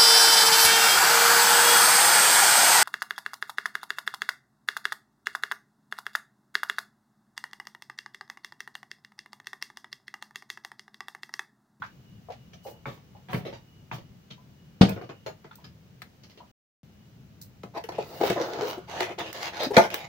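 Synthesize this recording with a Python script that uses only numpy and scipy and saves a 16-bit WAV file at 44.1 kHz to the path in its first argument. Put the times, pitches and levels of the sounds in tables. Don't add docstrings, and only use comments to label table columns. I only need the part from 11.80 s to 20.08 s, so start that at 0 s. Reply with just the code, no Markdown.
import sys
import numpy as np
from scipy import signal
from scipy.fft import rfft, irfft
from scipy.io import wavfile
from scipy.ndimage import uniform_filter1d

SR = 44100
rng = np.random.default_rng(int(sys.argv[2]) if len(sys.argv) > 2 else 0)


def output_pcm(signal):
    pcm = np.clip(np.atleast_2d(signal).T, -1, 1) * 32767
    wavfile.write(sys.argv[1], SR, np.round(pcm).astype(np.int16))


N = 365137
TIME = np.arange(N) / SR
AGE = TIME[:SR // 2]

# (frequency [Hz], level [dB])
HISS_SPECTRUM = [(60, -55), (200, -29), (700, 1.5), (1400, 1.5), (2200, 2.5), (3000, 0.5), (4300, -3),
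                 (6500, -10), (8500, -26), (11000, -23), (15000, -23.5)]
# (frequency [Hz], level [dB])
CRACK_SPECTRUM = [(60, -46), (200, 0.5), (700, 4), (1300, 6), (2100, 9), (3000, -1), (4300, 0),
                  (6500, -10.5), (8500, -17.5), (15000, -18)]
# (frequency [Hz], level [dB])
TREBLE_SPECTRUM = [(1500, -83), (4000, 7), (5500, 6), (8500, 0.5), (12000, -1.5), (15000, 10.5)]
# (frequency [Hz], level [dB], time to fade by 60 dB [s])
BOX_RESONANCES = [(225, -6.5, 0.2), (365.4, 3, 0.4), (434.7, 3, 0.14), (477, -3.5, 0.12), (529, 2.5, 0.088),
                  (587, 1.5, 0.023), (667, 5, 0.054), (810, 6, 0.028), (880, -4, 0.02), (1022, -1.5, 0.073),
                  (1216, -2, 0.053), (1400, -0.5, 0.0035), (1700, 6.5, 0.011)]


def amp(db):
    return 10 ** (np.asarray(db) / 20)


def along(points, hz):
    f, value = np.transpose(points)
    return np.interp(np.log(hz + 1), np.log(f), value)


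def through(x, response):
    full = signal.fftconvolve(np.atleast_2d(x), np.atleast_2d(response), axes=1)
    return full[:, :x.shape[-1]]


def colour(x, points):
    size = 4096
    log_gain = np.log(amp(along(points, np.fft.rfftfreq(size, 1 / SR))))
    cepstrum = irfft(log_gain)
    cepstrum[1:size // 2] *= 2
    cepstrum[size // 2 + 1:] = 0
    return through(x, irfft(np.exp(rfft(cepstrum))))


def noise(size):
    # (frequency [Hz], correlation [0 to 1])
    likeness = [(200, 0.91), (400, 0.69), (750, 0.071), (1400, 0)]
    mid, side = rfft(rng.standard_normal((2, size)))
    alike = np.clip(along(likeness, np.fft.rfftfreq(size, 1 / SR)), 0, 1)
    mid = mid * np.sqrt((1 + alike) / 2)
    side = side * np.sqrt((1 - alike) / 2)
    return irfft(np.array([mid + side, mid - side]), size)


def level(x, db):
    return x * amp(db) / np.sqrt(np.mean(x ** 2))


def peak(x, db):
    power = np.mean(np.atleast_2d(x) ** 2, axis=0)
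    smooth = uniform_filter1d(power, size=441, mode="constant")
    return x * amp(db) / np.sqrt(smooth.max())


def pan(x, left_db):
    return x * amp(np.array([[left_db], [-left_db]]) / 2)


def add(track, s, sound):
    start = int(np.clip(s * SR, 0, N - 1))
    track[:, start:start + sound.shape[-1]] += sound[..., :N - start]


def wander(count):
    return np.interp(TIME, np.linspace(0, TIME[-1], num=count), rng.standard_normal(size=count))


def ring(modes, scatter_db=0., spread=0.):
    out = np.zeros((2, len(AGE)))
    for (hz, db, t60), (weight, lag) in zip(modes, rng.standard_normal((len(modes), 2))):
        shift = spread * lag * min(hz / 1000, 2) * np.array([[1], [-1]])
        fade = np.exp(-np.log(1000) * AGE / t60)
        out += amp(db + scatter_db * weight) * fade * np.sin(2 * np.pi * hz * AGE + shift)
    return out


def contact(fade_s, rise_s=0.0003, grit_db=4):
    grit = np.repeat(rng.standard_normal(len(AGE)), 32)[:len(AGE)]
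    envelope = np.exp(-AGE / fade_s) * (1 - np.exp(-AGE / rise_s))
    return noise(len(AGE)) * amp(grit_db * grit) * envelope


def slips(per_s, spread_db):
    happens = rng.random(N) < per_s / SR
    size = amp(spread_db * np.clip(rng.standard_normal(N), -2, 2))
    return happens * size * rng.choice([-1, 1], N)


def resonate(x, hz, boost_db, width=1.57):
    weak = np.column_stack([np.geomspace(600, 9000, num=48), 4.2 * rng.standard_normal(size=48)])
    return colour(colour(x, weak), [(hz / width, 0), (hz, boost_db), (hz * width, 0)])


def regrip(x, centre_hz, boost_db, octaves, patchy_db):
    hz, s, frames = signal.stft(x, SR, nperseg=512)
    away = np.log2((hz[:, None] + 1) / np.interp(s, TIME, centre_hz)) / octaves
    patches = uniform_filter1d(rng.standard_normal(away.shape), size=3, axis=0)
    patches = uniform_filter1d(patches, size=27, axis=1)
    moved = frames * amp(boost_db * np.exp(-away ** 2) + patchy_db * patches / patches.std())
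    old_power = np.sum(abs(frames) ** 2, axis=(0, 1))
    new_power = np.sum(abs(moved) ** 2, axis=(0, 1)) + 1e-18
    return signal.istft(moved * np.sqrt(old_power / new_power), SR)[1][:, :N]


def stroke(start_s, rise_s, length_s):
    age = TIME - start_s
    release_s = 0.013
    return np.clip(age / rise_s, 0, 1) * np.exp(-np.maximum(age - length_s, 0) / release_s)


def bumps(rows, body, rise_s, ring_db, thud_s, thud_trim_db, scuff_trim_db, scuff_rise_s=0.017):
    # (frequency [Hz], level [dB])
    thud_spectrum = [(30, -25), (70, -12), (130, 5), (180, 3), (260, -11.5), (450, -23), (2000, -87.5)]
    # (frequency [Hz], level [dB])
    scuff_spectrum = [(500, 7), (1800, 6.5), (3000, 9.5), (4500, 6.5), (6500, 0), (8500, -21.5),
                      (15000, -15)]
    out = np.zeros((2, N))
    for s, db, thud_db, scuff_db, hz, fade_s in rows:
        blow = resonate(colour(contact(fade_s, rise_s), body), hz, ring_db)
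        add(out, s, peak(blow, db))
        thud = colour(contact(thud_s, rise_s=0.0046, grit_db=1.5), thud_spectrum)
        thud = resonate(thud, 190, boost_db=8, width=1.02)
        add(out, s, peak(thud, db + thud_db + thud_trim_db))
        scuff = resonate(colour(contact(fade_s, scuff_rise_s), scuff_spectrum), hz, ring_db)
        add(out, s, peak(scuff, db + scuff_db + scuff_trim_db))
    return out


def room_tone():
    # (frequency [Hz], level [dB])
    tone_spectrum = [(25, -15), (50, -11.5), (75, -2.5), (125, 1.5), (190, -1), (300, -15), (500, -20),
                     (1000, -27.5), (2500, -31.5), (6300, -37.5), (8500, -47.5), (13500, -47), (15000, -38)]
    # (time [s], gain [dB])
    rumble_gain = [(0.7, -0.5), (3.3, -0.5), (3.7, -1.5), (4.3, -3.5), (4.6, -1), (5.3, 1)]
    # (time [s], level before its random waver [dB])
    whine_level = [(0.2, -72), (0.35, -71), (1.0, -67), (1.3, -76), (1.95, -67.5), (2.7, -75), (2.97, -67),
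                   (3.42, -68), (3.7, -80), (5.22, -75), (6.0, -83)]
    whine_hz, whine_waver_db = 2910, 2.5
    rumble_top_hz, rumble_waver_db = 300, 3.0
    whine = through(noise(N), ring([(whine_hz, 0, .09)])) * amp(whine_waver_db * wander(count=80))
    whine = level(whine, 0) * amp(np.interp(TIME, *np.transpose(whine_level)))
    tone = level(colour(noise(N), tone_spectrum), -47)
    low_pass = signal.butter(2, rumble_top_hz, fs=SR, output="sos")
    rumble = signal.sosfiltfilt(low_pass, tone)
    swell = amp(np.interp(TIME, *np.transpose(rumble_gain)) + rumble_waver_db * wander(count=90))
    return pan(tone - rumble + swell * rumble, 1.0) + whine


def water():
    # (time [s], starting pitch [Hz], relative level [dB],
    # time to fade by 60 dB [s], spray relative to bubble before trims [dB])
    plops = [(0.02, 1490, -29, 0.1, -22), (0.022, 3320, -47.5, 0.065, -24), (0.044, 2240, -52, 0.11, -1.5),
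             (0.021, 1120, -31, 0.054, -36), (0.486, 705, -32, 0.096, -18.5), (0.503, 720, -30, 0.059, -18),
             (0.85, 783, -37, 0.23, -13), (0.858, 528, -34, 0.18, -19), (1.349, 798, -46, 0.15, -17),
             (2.579, 980, -54, 0.16, -29), (3.711, 1370, -40.5, 0.052, -27),
             (3.712, 3470, -52.5, 0.056, -6), (3.784, 947, -50.5, 0.17, -11), (4.603, 948, -42, 0.11, -41)]
    glide = 0.51
    swell = 0.0055
    spray_lag_s, spray_s = 0.016, 0.021
    out = np.zeros((2, N))
    for s, hz, db, t60, spray_db in plops:
        fade = np.exp(-np.log(1000) * AGE / t60) * (1 - np.exp(-AGE / (swell * t60)))
        bubble = np.sin(2 * np.pi * hz * (AGE + glide * AGE ** 2)) * fade
        lap_spectrum = [(hz / 2, -22), (hz * 0.612, -2), (hz * 1.114, 0),
                        (hz * 1.49, -17), (hz * 2, -30), (hz * 6, -55)]
        lap = colour(contact(t60 / 5, swell * t60), lap_spectrum)
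        add(out, s, peak(bubble, db - 5) + peak(lap, db - 4.5))
        spray = colour(contact(spray_s, rise_s=0.0013, grit_db=0.0), HISS_SPECTRUM)
        add(out, s + spray_lag_s, peak(spray, db + spray_db))
    return out


def footsteps():
    # (time [s], relative slap level [dB], heel thud relative to slap before trim [dB],
    # scuff relative to slap before trim [dB], main resonance [Hz], contact time constant [s])
    steps = [(0.732, -50, -17, 10.5, 650, 0.0058), (1.056, -29.5, -0.5, -12.5, 1020, 0.043),
             (1.485, -34.5, 2, -8, 930, 0.078), (1.531, -24, 8, -11, 428, 0.021),
             (1.605, -39, -7, -20, 440, 0.014), (1.651, -27, -10, -9.5, 470, 0.026),
             (1.725, -34.5, -7, -8.5, 910, 0.021), (2.114, -34.5, 8.5, 1, 895, 0.028),
             (2.182, -41, 2.5, -12, 750, 0.0077), (2.502, -45.5, 11.5, 12, 2700, 0.011)]
    # (frequency [Hz], level [dB])
    slap_spectrum = [(100, -6), (300, 1), (550, -1.5), (1000, -13), (1900, -11), (3200, -16.5),
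                     (7000, -43.5)]
    return bumps(steps, slap_spectrum, rise_s=0.0011, ring_db=8.0,
                 thud_s=0.035, thud_trim_db=0.5, scuff_trim_db=-4.5)


def swishes():
    # (start [s], length before letting go [s], relative level [dB])
    brushes = [(0.827, 0.089, -51.5), (1.055, 0.1, -59.5), (1.499, 0.088, -49.5), (2.12, 0.036, -50)]
    cloth = level(colour(noise(N), TREBLE_SPECTRUM), 0)
    return cloth * sum(amp(db) * stroke(s, 0.021, length_s) for s, length_s, db in brushes)


def smacks():
    # (time [s], relative level [dB], centre of a slight spectral dip [Hz])
    landings = [(1.056, -31, 1030), (1.5294, -30, 1650), (2.113, -30, 1180)]
    smack_spectrum = [(400, -20), (950, 9), (2600, -6), (4200, -26), (9000, -49)]
    out = np.zeros((2, N))
    for s, db, hz in landings:
        smack = colour(contact(0.0045, rise_s=0.00047, grit_db=6), smack_spectrum)
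        add(out, s, peak(resonate(smack, hz, boost_db=-2, width=1.6), db))
    return out


def table_thump(push_s):
    # (frequency [Hz], level [dB], time to fade by 60 dB [s])
    table_modes = [(115, -7, 0.57), (174, 13, 0.045), (192.6, -1, 0.14), (231, 2.5, 0.052),
                   (295, -17, 0.41), (487, -18, 0.19), (602, -22, 0.2), (703, -19.5, 0.21),
                   (710, -22.5, 0.08), (823, -21.5, 0.14)]
    pushed = ring(table_modes, spread=0.22) * (1 - np.exp(-AGE / push_s))
    return colour(pushed, [(30, -15), (90, 0.5), (150, -1.0)])


def jar():
    # (time [s], relative thump level [dB],
    # clack relative to thump [dB], contact time constant [s])
    landings = [(3.011, -1, -20.5, 0.0071), (3.016, -16, 2.5, 0.0035), (3.0323, -8, -22.5, 0.039)]
    # (frequency [Hz], level [dB])
    clack_spectrum = [(50, -18.5), (150, -7.5), (500, 18), (1100, 4), (1900, 4.5), (4300, 1), (6500, -9.5),
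                      (8500, -21.5), (15000, -30)]
    out = np.zeros((2, N))
    for s, db, clack_db, fade_s in landings:
        add(out, s, peak(table_thump(push_s=0.00057), db))
        clack = colour(contact(fade_s, rise_s=0.00079, grit_db=2.0), clack_spectrum)
        add(out, s, peak(clack, db + clack_db))
    return pan(out, 0.7)


def settling():
    # (time [s], relative level [dB], scrape relative to knock before trim [dB], main resonance [Hz])
    knocks = [(3.085, -24, -23, 520), (3.119, -32.5, -19, 403), (3.161, -30, -25.5, 407),
              (3.174, -39.5, -28, 520), (3.212, -30.5, -28, 330), (3.227, -44, -24, 560),
              (3.24, -41, -18, 520), (3.2912, -29.5, -23.5, 320), (3.462, -26, -18, 445),
              (3.643, -36.5, -24.5, 1740), (3.841, -50, 0.5, 1610), (4.434, -57, 3.5, 4560),
              (4.496, -61.5, 5, 4600), (4.574, -44.5, -11.5, 3650)]
    # (frequency [Hz], level [dB])
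    knock_spectrum = [(100, -24.5), (280, 3), (430, 6.5), (750, -1), (1500, -8), (2600, -14), (8000, -76)]
    thud_db, contact_s = -9.0, 0.017
    rows = [(s, db, thud_db, scrape_db, hz, contact_s) for s, db, scrape_db, hz in knocks]
    return bumps(rows, knock_spectrum, rise_s=0.00076, ring_db=6.5, thud_s=0.025,
                 thud_trim_db=0, scuff_trim_db=8.5, scuff_rise_s=0.00047)


def ticks():
    # (time [s], relative treble level [dB], mid-range relative to treble [dB],
    # contact time constant [s], left minus right [dB])
    tick_rows = [(3.092, -33.5, -26, 0.0037, -3), (3.755, -45.5, -23, 0.0027, 4),
                 (4.219, -50.5, 13, 0.0034, 3), (5.614, -38.5, -21, 0.014, 0.5),
                 (7.2052, -42.5, 18, 0.0026, 1), (7.393, -43, 0, 0.0011, 6), (7.528, -38.5, -2, 0.0033, -6),
                 (7.8324, -34.5, 4, 0.0057, 0), (8.103, -50, 14.5, 0.0025, -4),
                 (8.142, -26.5, 1.5, 0.0028, -1.5)]
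    out = np.zeros((2, N))
    for s, db, mid_db, fade_s, left_db in tick_rows:
        treble = peak(colour(contact(fade_s), TREBLE_SPECTRUM), db)
        middle = peak(colour(contact(fade_s), CRACK_SPECTRUM), db + mid_db)
        add(out, s, pan(treble + middle, left_db))
    return out


def box_taps():
    # (time [s], relative body level [dB],
    # crack relative to body before trims [dB], main resonance [Hz])
    taps = [(5.833, -33.5, -7.5, 980), (5.975, -26.5, -11.5, 890), (6.038, -33.5, -4, 450),
            (6.088, -27.5, -8, 990), (6.119, -35.5, -6, 810), (6.182, -17, -38, 437),
            (6.41, -13.5, -22, 376), (6.433, -14.5, -16.5, 408), (6.499, -14.5, -8.5, 476),
            (6.559, -24.5, -28, 460), (6.61, -24, -26, 353), (7.205, -20, -27, 365), (7.386, -33, 0, 860),
            (7.812, -39, -22, 760), (7.966, -5, -3.5, 480), (7.978, -4, -11, 877), (7.989, -9.5, -31, 387)]
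    # (time [s], relative level [dB], extra damping time constant [s])
    low_thuds = [(5.839, -33.5, 0.24), (6.5, -20, 0.048), (7.974, -8, 0.0043)]
    body_trim_db, crack_trim_db, thud_trim_db = -2, -1, -2
    contact_s, rise_s = 0.0039, 0.0024
    held_s = 0.022
    out = np.zeros((2, N))
    for s, db, crack_db, hz in taps:
        treble_db = np.clip(crack_db - 19.0, -30, 0)
        push_spectrum = [(60, -24), (200, -7.5), (600, 8.5), (1100, -2.0), (2500, treble_db), (8000, -1.0)]
        push = colour(contact(contact_s, rise_s, grit_db=-0.5)[0], push_spectrum)
        held_box = ring(BOX_RESONANCES, scatter_db=0.63, spread=0.49) * np.exp(-AGE / held_s)
        body = resonate(through(push, held_box), hz, boost_db=11.5, width=1.215)
        add(out, s, pan(peak(body, db + body_trim_db), 1.7))
        crack = colour(contact(contact_s, rise_s, grit_db=2.5), CRACK_SPECTRUM)
        add(out, s, peak(resonate(crack, hz, boost_db=7), db + crack_db + crack_trim_db))
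    thud = colour(table_thump(push_s=0.012), [(150, -15), (225, -10)])
    for s, db, damped_s in low_thuds:
        add(out, s, pan(peak(thud * np.exp(-AGE / damped_s), db + thud_trim_db), 0.94))
    return out


def rubbing():
    # (time [s], shudder level [dB], hiss level [dB],
    # treble sizzle level [dB], shudder pitch [Hz]), levels relative
    drag = [(6.25, -47.5, -56, -54.5, 480), (6.397, -40, -49, -47, 620), (6.411, -27, -38.5, -44, 420),
            (6.47, -24, -32, -34, 436), (6.53, -33, -35.5, -62, 420), (6.55, -41, -45, -62, 420),
            (6.574, -21.5, -42, -58, 433), (6.63, -27, -35, -55, 550), (6.68, -32.5, -41, -48, 570),
            (6.735, -33, -40, -57, 474), (6.815, -26.5, -37.5, -54, 470), (6.865, -30.5, -39, -46, 460),
            (6.904, -32.5, -36, -38, 480), (6.958, -39.5, -45.5, -69, 604), (7.025, -58, -55, -72, 500)]
    # (start [s], rise [s], length before letting go [s],
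    # shudder level [dB], hiss level [dB], shudder pitch [Hz], panel resonance [Hz]), levels relative
    strokes = [(5.935, 0.043, 0.036, -29.5, -40, 845, 1870), (6.122, 0.017, 0.044, -40.5, -47, 630, 2870),
               (6.174, 0.014, 0.046, -41, -44.5, 590, 2980), (7.071, 0.044, 0.16, -35, -39, 800, 2050),
               (7.186, 0.017, 0.061, -39, -36, 370, 2110), (7.253, 0.014, 0.069, -36, -42.5, 696, 1930),
               (7.377, 0.024, 0.034, -29, -33, 940, 3700), (7.416, 0.029, 0.092, -41, -42, 605, 2200),
               (7.53, 0.021, 0.059, -39, -36.5, 610, 2270), (7.593, 0.036, 0.089, -37.5, -34, 850, 2270),
               (7.713, 0.054, 0.077, -32.5, -37, 920, 1500), (7.792, 0.012, 0.058, -27.5, -30.5, 545, 3930),
               (7.93, 0.014, 0.12, -29, -31, 730, 1900), (8.103, 0.011, 0.053, -35, -36.5, 590, 2780),
               (8.154, 0.032, 0.098, -41, -40.5, 753, 2100)]
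    edge_s = 0.072
    drag_panel_hz = 1390
    s, *columns = np.transpose(drag)
    sliding = np.clip(1 + np.minimum(TIME - s[0], s[-1] - TIME) / edge_s, 0, 1)
    low_db, mid_db, top_db, drag_hz = (np.interp(TIME, s, column) for column in columns)
    body = sliding * amp(low_db) + 1e-9
    hiss = sliding * amp(mid_db) + 1e-9
    skating = sliding * amp(top_db)
    pitch_sum = body * drag_hz
    panel_sum = hiss * drag_panel_hz
    for start_s, rise_s, length_s, shudder_db, hiss_db, hz, panel_hz in strokes:
        pressure = stroke(start_s, rise_s, length_s)
        body = body + pressure * amp(shudder_db)
        pitch_sum = pitch_sum + pressure * amp(shudder_db) * hz
        hiss = hiss + pressure * amp(hiss_db)
        panel_sum = panel_sum + pressure * amp(hiss_db) * panel_hz
    return body, hiss, skating, pitch_sum / body, panel_sum / hiss


def box_rubs():
    body, hiss, skating, pitch_hz, panel_hz = rubbing()
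    surge = amp(1.5 * wander(count=500))
    coarse = slips(per_s=1700, spread_db=2.5) * surge
    held_box = ring(BOX_RESONANCES, spread=0.36) * np.exp(-AGE / 0.0079)
    shudder_spectrum = [(50, -30.0), (120, -5), (220, -2.5), (330, 4), (900, 8.0), (2500, -3.0), (8000, -47)]
    shudder = colour(through(coarse, held_box), shudder_spectrum)
    shudder = regrip(shudder, pitch_hz, boost_db=7, octaves=0.36, patchy_db=2.2)
    fine = np.array([slips(per_s=3000, spread_db=6) for _ in range(2)])
    catch = through(np.abs(coarse), np.exp(-AGE / 0.067))
    crackle = level(fine * (-0.5 + level(catch, 0)), 0)
    creases = through(slips(per_s=70, spread_db=7.5), contact(0.001, rise_s=0.0001))
    fibres = colour(crackle + level(creases, -7), HISS_SPECTRUM)
    panel_hz = panel_hz * 2 ** (0.16 * wander(count=140))
    fibres = regrip(fibres, panel_hz, boost_db=6, octaves=.22, patchy_db=3.2)
    sizzle = skating * level(colour(fine, TREBLE_SPECTRUM), 0)
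    return pan(body * level(shudder, 0), 1.8) + pan(hiss * level(fibres, 0) + sizzle, -0.28)


def judders():
    # (time [s], mean slips per second [Hz], relative level [dB], length [s])
    hoots = [(6.812, 450, -23.5, 0.042), (6.966, 342, -31, 0.035), (7.859, 279, -25, 0.027),
             (7.902, 415, -22, 0.027)]
    out = np.zeros((2, N))
    for s, hz, db, length_s in hoots:
        pace = 1 + .07 * level(uniform_filter1d(rng.standard_normal(len(AGE)), size=150), 0)
        phase = 2 * np.pi * np.cumsum(hz * pace) / SR
        grip = amp(3 * level(uniform_filter1d(rng.standard_normal(len(AGE)), size=200), 0))
        swell = grip * np.sin(np.pi * np.clip(AGE / length_s, 0, 1)) ** 2
        hoot = np.sin(phase) + amp(-11) * np.sin(2 * phase)
        add(out, s, peak(swell * hoot, db + 1.0))
    return pan(out, 2.4)


def kitchen(x, wet_db):
    # (frequency [Hz], time to fade by 60 dB [s])
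    echo_t60 = [(100, 0.43), (400, 0.13), (1500, 0.16), (5000, 0.15), (15000, 0.2)]
    first_s = 0.003
    hz, s, frames = signal.stft(noise(len(AGE)), SR, nperseg=256)
    fade = np.exp(-np.log(1000) * s / along(echo_t60, hz)[:, None])
    tail = signal.istft(frames * fade, SR)[1][:, :len(AGE)]
    tail = tail * np.clip(AGE / first_s - 1, 0, 1)
    tail = colour(tail, [(150, -15.0), (600, -0.5), (1200, -3.0)])
    return x + amp(wet_db) * through(x, tail / np.sqrt(np.sum(tail ** 2) / 2))


def scene():
    walking = amp(-4.0) * footsteps() + amp(-1.5) * smacks()
    far = kitchen(walking + amp(-5.0) * settling(), wet_db=-2.0)
    near = kitchen(water() + ticks() + swishes(), wet_db=-7.0)
    set_down = kitchen(jar(), wet_db=-1.0)
    box = kitchen(box_taps() + box_rubs() + judders(), wet_db=-3.5)
    return room_tone() + near + far + set_down + box


def record(dry):
    # (frequency [Hz], gain [dB])
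    mic_response = [(20, -30.5), (40, -8), (70, -6), (13800, -1)]
    # (frequency [Hz], left minus right [dB])
    port_balance = [(60, -0.5), (300, 1.5), (1000, 0), (2000, -0.5), (6000, -0.5), (14000, -3.5)]
    # (start [s], end [s])
    gap = (4.7143, 5.0322)
    top_hz = 15750
    balance_db = along(port_balance, np.fft.rfftfreq(N, 1 / SR))
    port_gain = amp(np.array([[.5], [-.5]]) * balance_db)
    ports = irfft(rfft(colour(dry, mic_response)) * port_gain, N)
    running = (TIME < gap[0]) | (TIME > gap[1])
    sound = np.clip(ports, -1, 1) * running
    return signal.sosfilt(signal.ellip(10, .2, 70, top_hz, fs=SR, output="sos"), sound)


dry = scene()
out = record(dry)
output_pcm(out)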